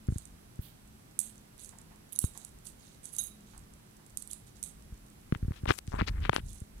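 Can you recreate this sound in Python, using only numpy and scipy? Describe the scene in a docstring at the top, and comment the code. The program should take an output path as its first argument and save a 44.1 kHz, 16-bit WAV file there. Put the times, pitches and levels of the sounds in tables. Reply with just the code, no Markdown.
"""A small parrot cracks dry cereal over a glazed bowl on a desk: noise bursts crack, grains grind as crumbs,
and damped modes ring as its beak taps the rim. A hand-held phone hears the bird at its right port.
Near the left port fingers knock (damped swings), slip (noise bursts) and rub (grainy noise); the grip rumbles.
A second bird's steps are short noise bursts; fans hum and electronics whine as wavering sines in a small room.
"""
import sys
import numpy as np
from scipy import signal
from scipy.fft import rfft, irfft, next_fast_len
from scipy.io import wavfile
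from scipy.ndimage import uniform_filter1d, map_coordinates

SR = 44100
rng = np.random.default_rng(int(sys.argv[2]) if len(sys.argv) > 2 else 0)


def boost_factor(decibels):
    """Convert a level in decibels to a linear amplitude factor."""
    exponent = np.asarray(decibels, float) / 20
    return 10 ** exponent


def to_wav(s):
    """Save 16-bit WAV."""
    ch = np.atleast_2d(s).T  # columns
    pcm = np.round(np.clip(ch, -1, 1) * 32767)  # PCM
    wavfile.write(sys.argv[1], SR, pcm.astype(np.int16))


N = 299880
TIME = np.arange(N) / SR

# tone of the room air: (frequency [Hz], relative level [dB])
AIR_TONE = [(53, -50), (90, -3.5), (215, -3.5), (404, -10.5), (461, -13.5), (866, -17), (3810, -23.5),
            (9920, -26.5), (16400, -31)]
# likeness of the air at the two ports: (frequency [Hz], correlation [-1 to 1])
AIR_LIKENESS = [(100, 0.82), (300, 0.37), (640, -0.54), (1400, -0.21)]
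# tilt of the air between the ports: (frequency [Hz], left minus right [dB])
AIR_LEAN = [(300, 1), (700, -8), (3000, -1.5), (7000, -3), (11000, -14), (15500, -6)]
# computer fans: (frequency [Hz], central amplitude [dB])
FAN_HUM = [(118.4, -67), (161.5, -67.5), (209.9, -64.5)]
# whine of the electronics: (frequency [Hz], central amplitude at the right port [dB])
WHINE_TONES = [(6002, -79.5), (8000, -74.5), (10002, -77.5)]
# rumble of the hand's grip: (time [s], level [dB])
GRIP_RUMBLE = [(0, -60), (2.45, -64.5), (2.55, -55), (2.7, -63), (3.5, -62), (3.62, -50), (3.8, -63),
               (5.85, -57), (5.95, -38.5), (6.2, -40.5), (6.45, -45), (6.8, -60.5)]
# finger knocks on the case: (time [s], strength [dB], rocking frequency [Hz], push 1 or pull -1)
FINGER_KNOCKS = [(0.0855, -2.5, 77.5, -1), (0.101, -13, 71, -1), (0.1219, -9, 79, -1),
                 (0.159, -11, 76.5, -1), (0.5909, -12, 73.6, 1), (2.2406, -4, 74, 1),
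                 (4.9234, -19.5, 47.4, -1), (5.3236, 0, 126, 1), (5.357, -15.5, 90, 1),
                 (5.4276, -7.5, 64, -1), (5.4478, -12, 64, -1), (5.4814, -7.5, 71, -1),
                 (5.5076, -9.5, 82.5, -1), (5.6345, -10.5, 75, -1), (5.676, -10, 54.3, -1),
                 (5.6899, -12, 86.4, 1), (5.7025, 0.5, 90.5, -1), (5.88, -13, 67.6, -1),
                 (5.9388, -10.5, 67.4, 1), (6.014, -4.5, 93, -1), (6.023, -5.5, 155, 1),
                 (6.0957, -13.5, 44.5, -1), (6.1092, -14, 55.3, 1), (6.293, 0.5, 110, 1),
                 (6.401, -19, 76, 1), (6.6173, -16, 71.4, 1)]
# crumbs grinding and rattling, ahead of the port: (start [s], end [s], level [dB])
CRUMB_STROKES = [(0.095, 0.276, -53.5), (1.188, 1.337, -42.5), (1.581, 1.742, -46.5), (2.122, 2.142, -29),
                 (2.209, 2.291, -34.5), (2.33, 2.5, -50), (2.645, 2.721, -43.5), (2.778, 3.01, -55.5),
                 (3.029, 3.124, -45.5), (3.121, 3.186, -40.5), (3.177, 3.32, -35), (3.456, 3.623, -58.5),
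                 (4.174, 4.26, -53), (4.295, 4.36, -41.5), (4.464, 4.512, -53), (4.552, 4.623, -55.5),
                 (4.63, 4.726, -43), (5.92, 6.03, -56.5), (6.328, 6.39, -41), (6.443, 6.669, -50)]
# beak taps on the glaze: (time [s], strength [dB])
BEAK_TAPS = [(2.154, -44), (2.247, -39.5), (3.188, -28), (3.245, -46), (4.632, -50.5)]
# ringing modes of the bowl: (frequency [Hz], strength [dB], t60 [s])
BOWL_MODES = [(1463, -25, .12), (3833, -8, 0.17), (6530, 5.5, 0.073), (9700, 1.5, 0.096), (10700, 3, 0.097)]
# shell cracks, ahead of the port: (time [s], peak level [dB])
SHELL_CRACKS = [(0.1832, -22), (.254, -31.5), (1.191, -4.5), (1.2002, -15.5), (1.204, -11), (1.214, -23),
                (1.38, -35), (1.5795, -36), (1.602, -32), (1.646, -27), (1.692, -27), (1.7862, -31.5),
                (1.815, -35), (2.154, -30), (2.1614, -15), (2.1894, -4), (2.2155, -22), (2.241, -22),
                (2.2477, -19), (2.376, -19.5), (2.4486, -22), (2.6695, -22), (3.0552, -22.5),
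                (3.1649, -20.5), (3.1852, -7), (3.27, -25), (3.578, -31), (4.1728, -12), (4.2227, -22.5),
                (4.275, -26), (4.313, -19), (4.332, -18.5), (4.6284, -16), (4.6373, -18.5), (6.492, -36),
                (6.505, -32), (6.531, -30), (6.6035, -29)]
# a soft puff in two colours: (start [s], end [s], level [dB], colour [Hz])
SOFT_PUFF = [(.61, .74, -50.5, 13400), (.62, .75, -58.5, 3540)]
# second bird's feet on the desk, ahead of the port: (time [s], peak level [dB])
FOOTSTEPS = [(1.726, -48), (1.79, -50), (1.907, -46), (2.351, -45), (3.535, -46.5), (3.99, -50.5)]
# skin slipping near the left port: (time [s], peak level [dB], colour [Hz])
SKIN_SLIPS = [(2.241, -29, 1400), (5.3235, -22, 1490), (5.3496, -21, 2600), (5.52, -31, 2000),
              (5.6563, -23.5, 2200), (5.6595, -21, 905), (5.6848, -20, 1850), (5.69, -14, 2400),
              (5.694, -14, 1800), (5.697, -14, 3200), (5.699, -13.5, 1200), (5.7046, -11, 3200),
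              (5.7069, 1.5, 1600), (5.7094, -6.5, 1800), (5.715, -13, 4000), (5.7196, -15.5, 3000),
              (5.7395, -28, 2200), (5.7882, -12, 8040), (5.8764, -25.5, 6900), (5.92, -29, 1500),
              (5.928, -27.5, 1500), (5.935, -25, 1000), (5.9419, -19.5, 870), (5.951, -25, 1500),
              (6.0109, -12.5, 1310), (6.0175, -14, 2300), (6.0844, -17.5, 4000), (6.09, -21.5, 3500),
              (6.2519, -17, 1960), (6.2568, -17, 2400), (6.295, 0, 1800), (6.3304, -14, 3000),
              (6.3334, -12, 1000), (6.354, -23, 2200), (6.363, -5, 3000), (6.3827, -21.5, 1060)]
# fingertip rubbing: (start [s], end [s], level [dB], colour [Hz])
FINGER_RUBS = [(5.335, 5.37, -51.5, 2570), (5.515, 5.61, -52.5, 3600), (5.668, 5.73, -28, 3600),
               (5.67, 5.79, -43, 9700), (5.775, 5.795, -37, 9700), (5.86, 5.97, -55.5, 6950),
               (5.92, 6.0, -41, 1600), (5.98, 6.016, -30, 2100), (6.01, 6.06, -47, 2980),
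               (6.062, 6.102, -34, 4000), (6.09, 6.23, -52.5, 1830), (6.2, 6.3, -42, 2900),
               (6.305, 6.41, -38, 3100)]
# resonances of the right port: (frequency [Hz], sharpness Q, gain [dB])
PORT_RESONANCES = [(8310, 13, -6), (10130, 12, -4)]
# decay of the room: (frequency [Hz], t60 [s])
ROOM_DECAY = [(1000, 0.98), (6000, 0.3), (14000, 0.26)]


def unit(x):
    """Scaled to rms 1."""
    return x / np.sqrt(np.mean(x ** 2) + 1e-20)


def along(points, hz):
    """(Hz, value) points read on a log frequency axis."""
    f, v = np.transpose(points)
    return np.interp(np.log(hz + 1), np.log(f + 1), v)


def wobble(rate):
    """A smooth random curve with rate knots a second, 40 at most."""
    knots = rng.standard_normal(int(N * 40 / SR) + 4)
    return map_coordinates(knots, [TIME * min(rate, 40)])


def filtered(x, response):
    """x shaped by a complex response of frequency."""
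    m = next_fast_len(x.shape[-1] + 8192)
    spectrum = rfft(x, m) * response(np.fft.rfftfreq(m, 1 / SR))
    return irfft(spectrum, m)[..., :x.shape[-1]]


def resonance(hz, q):
    """A causal band around hz."""
    return lambda f: 1j * f * hz / q / (hz * hz - f * f + 1j * f * hz / q)


def hollow(hz, q):
    """A causal low-pass with a hump at hz; the slowest pressure leaks away."""
    def response(f):
        hump = hz * hz / (hz * hz - f * f + 1j * f * hz / q)
        leak = 1j * f / (260 + 1j * f)
        return hump ** .72 * np.sqrt(leak)
    return response


def heaped(hz, q):
    """A broad band at hz over the lower body of the heap of food in the bowl."""
    return lambda f: resonance(hz, q)(f) + .3 * resonance(3950, 2.2)(f)


def add(track, s, sound):
    """Mixes a sound in at a time in seconds."""
    start = round(s * SR)
    track[start:start + len(sound)] += sound[:len(track) - start]


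def bursts(rows, band, q, snap):
    """A snap and a dying, ragged noise through a broad band, one for each (s, dB, Hz, t60 s) row."""
    track, t = np.zeros(N), np.arange(SR // 10) / SR
    for s, db, hz, t60 in rows:
        noise, luck = rng.standard_normal((2, len(t)))
        # the strength jumps every 32 samples
        ragged = noise * np.exp(.5 * np.repeat(luck, 32)[:len(t)])
        push = ragged * boost_factor(-60 * t / t60) + snap * (t == 0)
        sound = filtered(push, lambda f: band(hz, q)(f) ** 2)
        add(track, s, -boost_factor(db) * sound / np.abs(sound).max())
    return track


def swells(rows, band, rate, spread_db, share, q, skew, patchy_db):
    """Strokes of dense, unequal grains over plain noise, one for each (start s, end s, dB, Hz) row."""
    when, noise = rng.random(N), rng.standard_normal((2, N))
    size = np.minimum(rng.exponential(size=N), 3)
    clicks = unit((when < rate / SR) * np.sign(noise[0]) * boost_factor(spread_db * size))
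    z = signal.stft(clicks + share * noise[1], nperseg=128)[2]
    # each clump of grains has its own pitch: patches some 2 kHz wide and 7 ms long
    field = uniform_filter1d(rng.standard_normal(z.shape), size=6, axis=0)
    field = uniform_filter1d(field, size=5, axis=1)
    stream = signal.istft(z * boost_factor(patchy_db * unit(field)), nperseg=128)[1]
    track = np.zeros(N)
    for start, end, db, hz in rows:
        piece = stream[round(start * SR):round(end * SR)]
        shape = np.sin(np.pi * np.linspace(0, 1, len(piece)) ** skew) ** 1.2
        coloured = unit(filtered(piece, lambda f: band(hz, q)(f) ** 2))
        add(track, start, boost_factor(db) * shape * coloured)
    return track


def ports(near, lag_s, corner_hz, steepness):
    """Near and far port: the case delays and dulls the sound on its way round."""
    def way_round(f):
        return np.exp(-2j * np.pi * f * lag_s) / (1 + 1j * f / corner_hz) ** steepness
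    return np.array([near, filtered(near, way_round)])


def room_air():
    """Noise much alike at both ports in the bass and partly opposed in the middle, with a tilt between them."""
    def mid_side(f):
        turn = np.arccos(np.clip(along(AIR_LIKENESS, f), -1, 1)) / 2
        return boost_factor(along(AIR_TONE, f)) * (f > 60) * [np.cos(turn), np.sin(turn)]
    mid, side = filtered(rng.standard_normal((2, N)), mid_side)
    pair = np.array([mid + side, mid - side])
    pair = filtered(pair, lambda f: boost_factor(along(AIR_LEAN, f) * [[.5], [-.5]]))
    return boost_factor(-58.5 + 0.23 * wobble(2.76)) * unit(pair)


def wavering_tones(tones, drift_db, drift_rate, phase_drift, phase_rate):
    """Sines whose level [dB] and phase [rad] wander at random."""
    return sum(boost_factor(db + drift_db * wobble(drift_rate))
               * np.sin(2 * np.pi * hz * TIME + phase_drift * wobble(phase_rate)) for hz, db in tones)


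def fans():
    """Computer fans: low tones that waver widely, equal at both ports."""
    return wavering_tones(FAN_HUM, 3.06, 8, 1.3, 9)


def electronics():
    """High, steadier tones, ten times weaker at the left port."""
    return wavering_tones(WHINE_TONES, 0.91, 2.2, 0.27, 11) * [[.1], [1]]


def grip():
    """The hand's unrest: a low band of noise with a fluttering level."""
    unrest = unit(filtered(rng.standard_normal(N), lambda f: resonance(45, .8)(f) ** 2))
    level_db = np.interp(TIME, *np.transpose(GRIP_RUMBLE))
    return boost_factor(level_db + 4 * wobble(18)) * unrest


def knocks():
    """A knock rocks the phone: a quick first swing, a slower rebound, gone in two cycles, with a faint tick."""
    track, t = np.zeros(N), np.arange(SR // 15) / SR
    for s, db, hz, direction in FINGER_KNOCKS:
        cycles = hz * t
        phase = cycles + 0.36 * (1 - np.exp(-cycles / 0.11))
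        envelope = np.exp(-cycles / 0.32) * (1 - np.exp(-cycles / 0.42))
        swing = np.sin(2 * np.pi * phase) * envelope
        late = t - .0012
        tick = boost_factor(-35) * np.cos(2 * np.pi * 1500 * late) * np.exp(-(late / 0.00033) ** 2)
        add(track, s, np.sign(direction) * boost_factor(db) * (swing + tick))
    return track


def grinding():
    """Crumbs grind and rattle as dense grains; louder strokes are brighter."""
    usual_hz, usual_db, oct_per_db = 8770, -44.5, 0.05
    rows = [(start, end, db, usual_hz * 2 ** (oct_per_db * (db - usual_db))) for start, end, db in CRUMB_STROKES]
    return swells(rows, heaped, rate=1200, spread_db=3.5, share=0.4, q=1.01, skew=0.54, patchy_db=4.0)


def bowl(crumbs):
    """Crumbs keep the modes faintly ringing; taps strike them unequally, and loose food roughens the tone."""
    def modes(f):
        # sharpness that gives each mode its t60
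        return sum(resonance(hz, np.pi * hz * t60 / np.log(1000))(f) for hz, _, t60 in BOWL_MODES)
    track, t = np.zeros(N), np.arange(SR // 3) / SR
    for s, db in BEAK_TAPS:
        for hz, mode_db, t60 in BOWL_MODES:
            level_db = db + mode_db + 2 * rng.standard_normal() - 60 * t / t60
            rough_phase = 2 * np.pi * hz * t + .042 * np.cumsum(rng.standard_normal(len(t)))
            onset = 1 - np.exp(-t / 0.0013)
            add(track, s, boost_factor(level_db) * onset * np.sin(rough_phase))
    rattle_db = 5.5
    return track + boost_factor(rattle_db) * filtered(crumbs, modes)


def cracks():
    """Shells snap as short noise bursts, brighter when harder; faint nibbles fall at random moments."""
    hardest_hz, oct_per_db, t60_s = 9900, .012, .011  # colour of a 0 dB crack
    nibbles_per_s, nibble_db, nibble_spread_db = 8, -46, 8
    luck = rng.random((round(nibbles_per_s * N / SR), 2))
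    nibbles = [(when * N / SR, nibble_db + nibble_spread_db * size) for when, size in luck]
    rows = [(s, db, hardest_hz * 2 ** (oct_per_db * db), t60_s) for s, db in [*SHELL_CRACKS, *nibbles]]
    return bursts(rows, resonance, q=1.3, snap=3)


def puff():
    """A soft swell of mostly plain noise in a high and a lower band."""
    return swells(SOFT_PUFF, resonance, rate=900, spread_db=1.0, share=1.5, q=1.7, skew=0.41, patchy_db=2.5)


def steps():
    """The second bird's feet thud on the desk as dull noise bursts."""
    hz, t60_s = 940, .2
    return bursts([(s, db, hz, t60_s) for s, db in FOOTSTEPS], resonance, q=0.74, snap=1.5)


def slips():
    """Skin slips: very short noise bursts with a sharp snap."""
    t60_s = .0035
    return bursts([(s, db, hz, t60_s) for s, db, hz in SKIN_SLIPS], hollow, q=0.9, snap=5.5)


def rubbing():
    """A fingertip rubs: grainy noise under a rising and falling level."""
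    return swells(FINGER_RUBS, hollow, rate=900, spread_db=2.5, share=1.1, q=1.2, skew=1.05, patchy_db=3)


def hand():
    """Knocks and grip shake both ports; slips and rubs sit at the left one."""
    shaking = ports(knocks() + grip(), lag_s=.0006, corner_hz=394, steepness=0.39)
    skin = ports(slips() + rubbing(), lag_s=0.00045, corner_hz=486, steepness=1.37)
    return shaking + skin


def birds():
    """Both birds through the right port; its mesh dulls the highest treble and dips near 5 kHz; the puff skips it."""
    def port(f):
        return .76 + sum(boost_factor(db) * resonance(hz, q)(f) for hz, q, db in PORT_RESONANCES)

    def mesh(f):
        return (1 - .55 * resonance(5200, 3.5)(f)) / np.sqrt(1 + (f / 11800) ** 13)
    crumbs = grinding()
    food = filtered(cracks() + crumbs, port)
    return filtered(food + bowl(crumbs) + steps(), mesh) + puff()


def room(x):
    """Each quarter second of sound gets its own tail in which each frequency dies at its own speed."""
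    out, piece = np.zeros((N, 2)), SR // 4
    for start in range(0, N, piece):
        hz, t, z = signal.stft(rng.standard_normal((2, SR // 3)), SR, nperseg=256)
        decay = boost_factor(-60 * t / along(ROOM_DECAY, hz)[:, None])
        tail = signal.istft(z * decay, SR, nperseg=256)[1]
        wet = signal.fftconvolve(x[None, start:start + piece], tail / np.linalg.norm(tail[0]), axes=1)
        add(out, start / SR + .004, wet.T)  # the tail sets in 4 ms late
    return out.T


def scene():
    """The birds at the right port, the hand at the left, both in the room's air."""
    eating = birds()
    direct = ports(eating, lag_s=0.00069, corner_hz=2000, steepness=5.4)[::-1]  # right port is the near one
    reverb = boost_factor([[-30], [-9]]) * room(eating)  # left, right
    return direct + reverb + hand() + room_air() + fans() + electronics()


def low_pass(x):
    """Removes everything above the highest recorded frequency."""
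    return signal.sosfilt(signal.butter(12, 16510, fs=SR, output="sos"), x)


def record(dry):
    """Gain control ducks around the loudest bursts and slowly recovers; a steep filter limits the band."""
    threshold, recovery_s, depth, lead = .3, .15, 300, 600  # ducking leads the burst by 600 samples
    excess = np.maximum(np.abs(dry).max(0) - threshold, 0)
    keep = np.exp(-1 / (recovery_s * SR))
    memory = signal.lfilter([1 - keep], [1, -keep], np.roll(excess, -lead))
    ducked = dry / (1 + depth * memory)
    limited = filtered(ducked, lambda f: 1 / (1 + (f / 15850) ** 80))
    return low_pass(limited)


dry = scene()
out = record(dry)
to_wav(out)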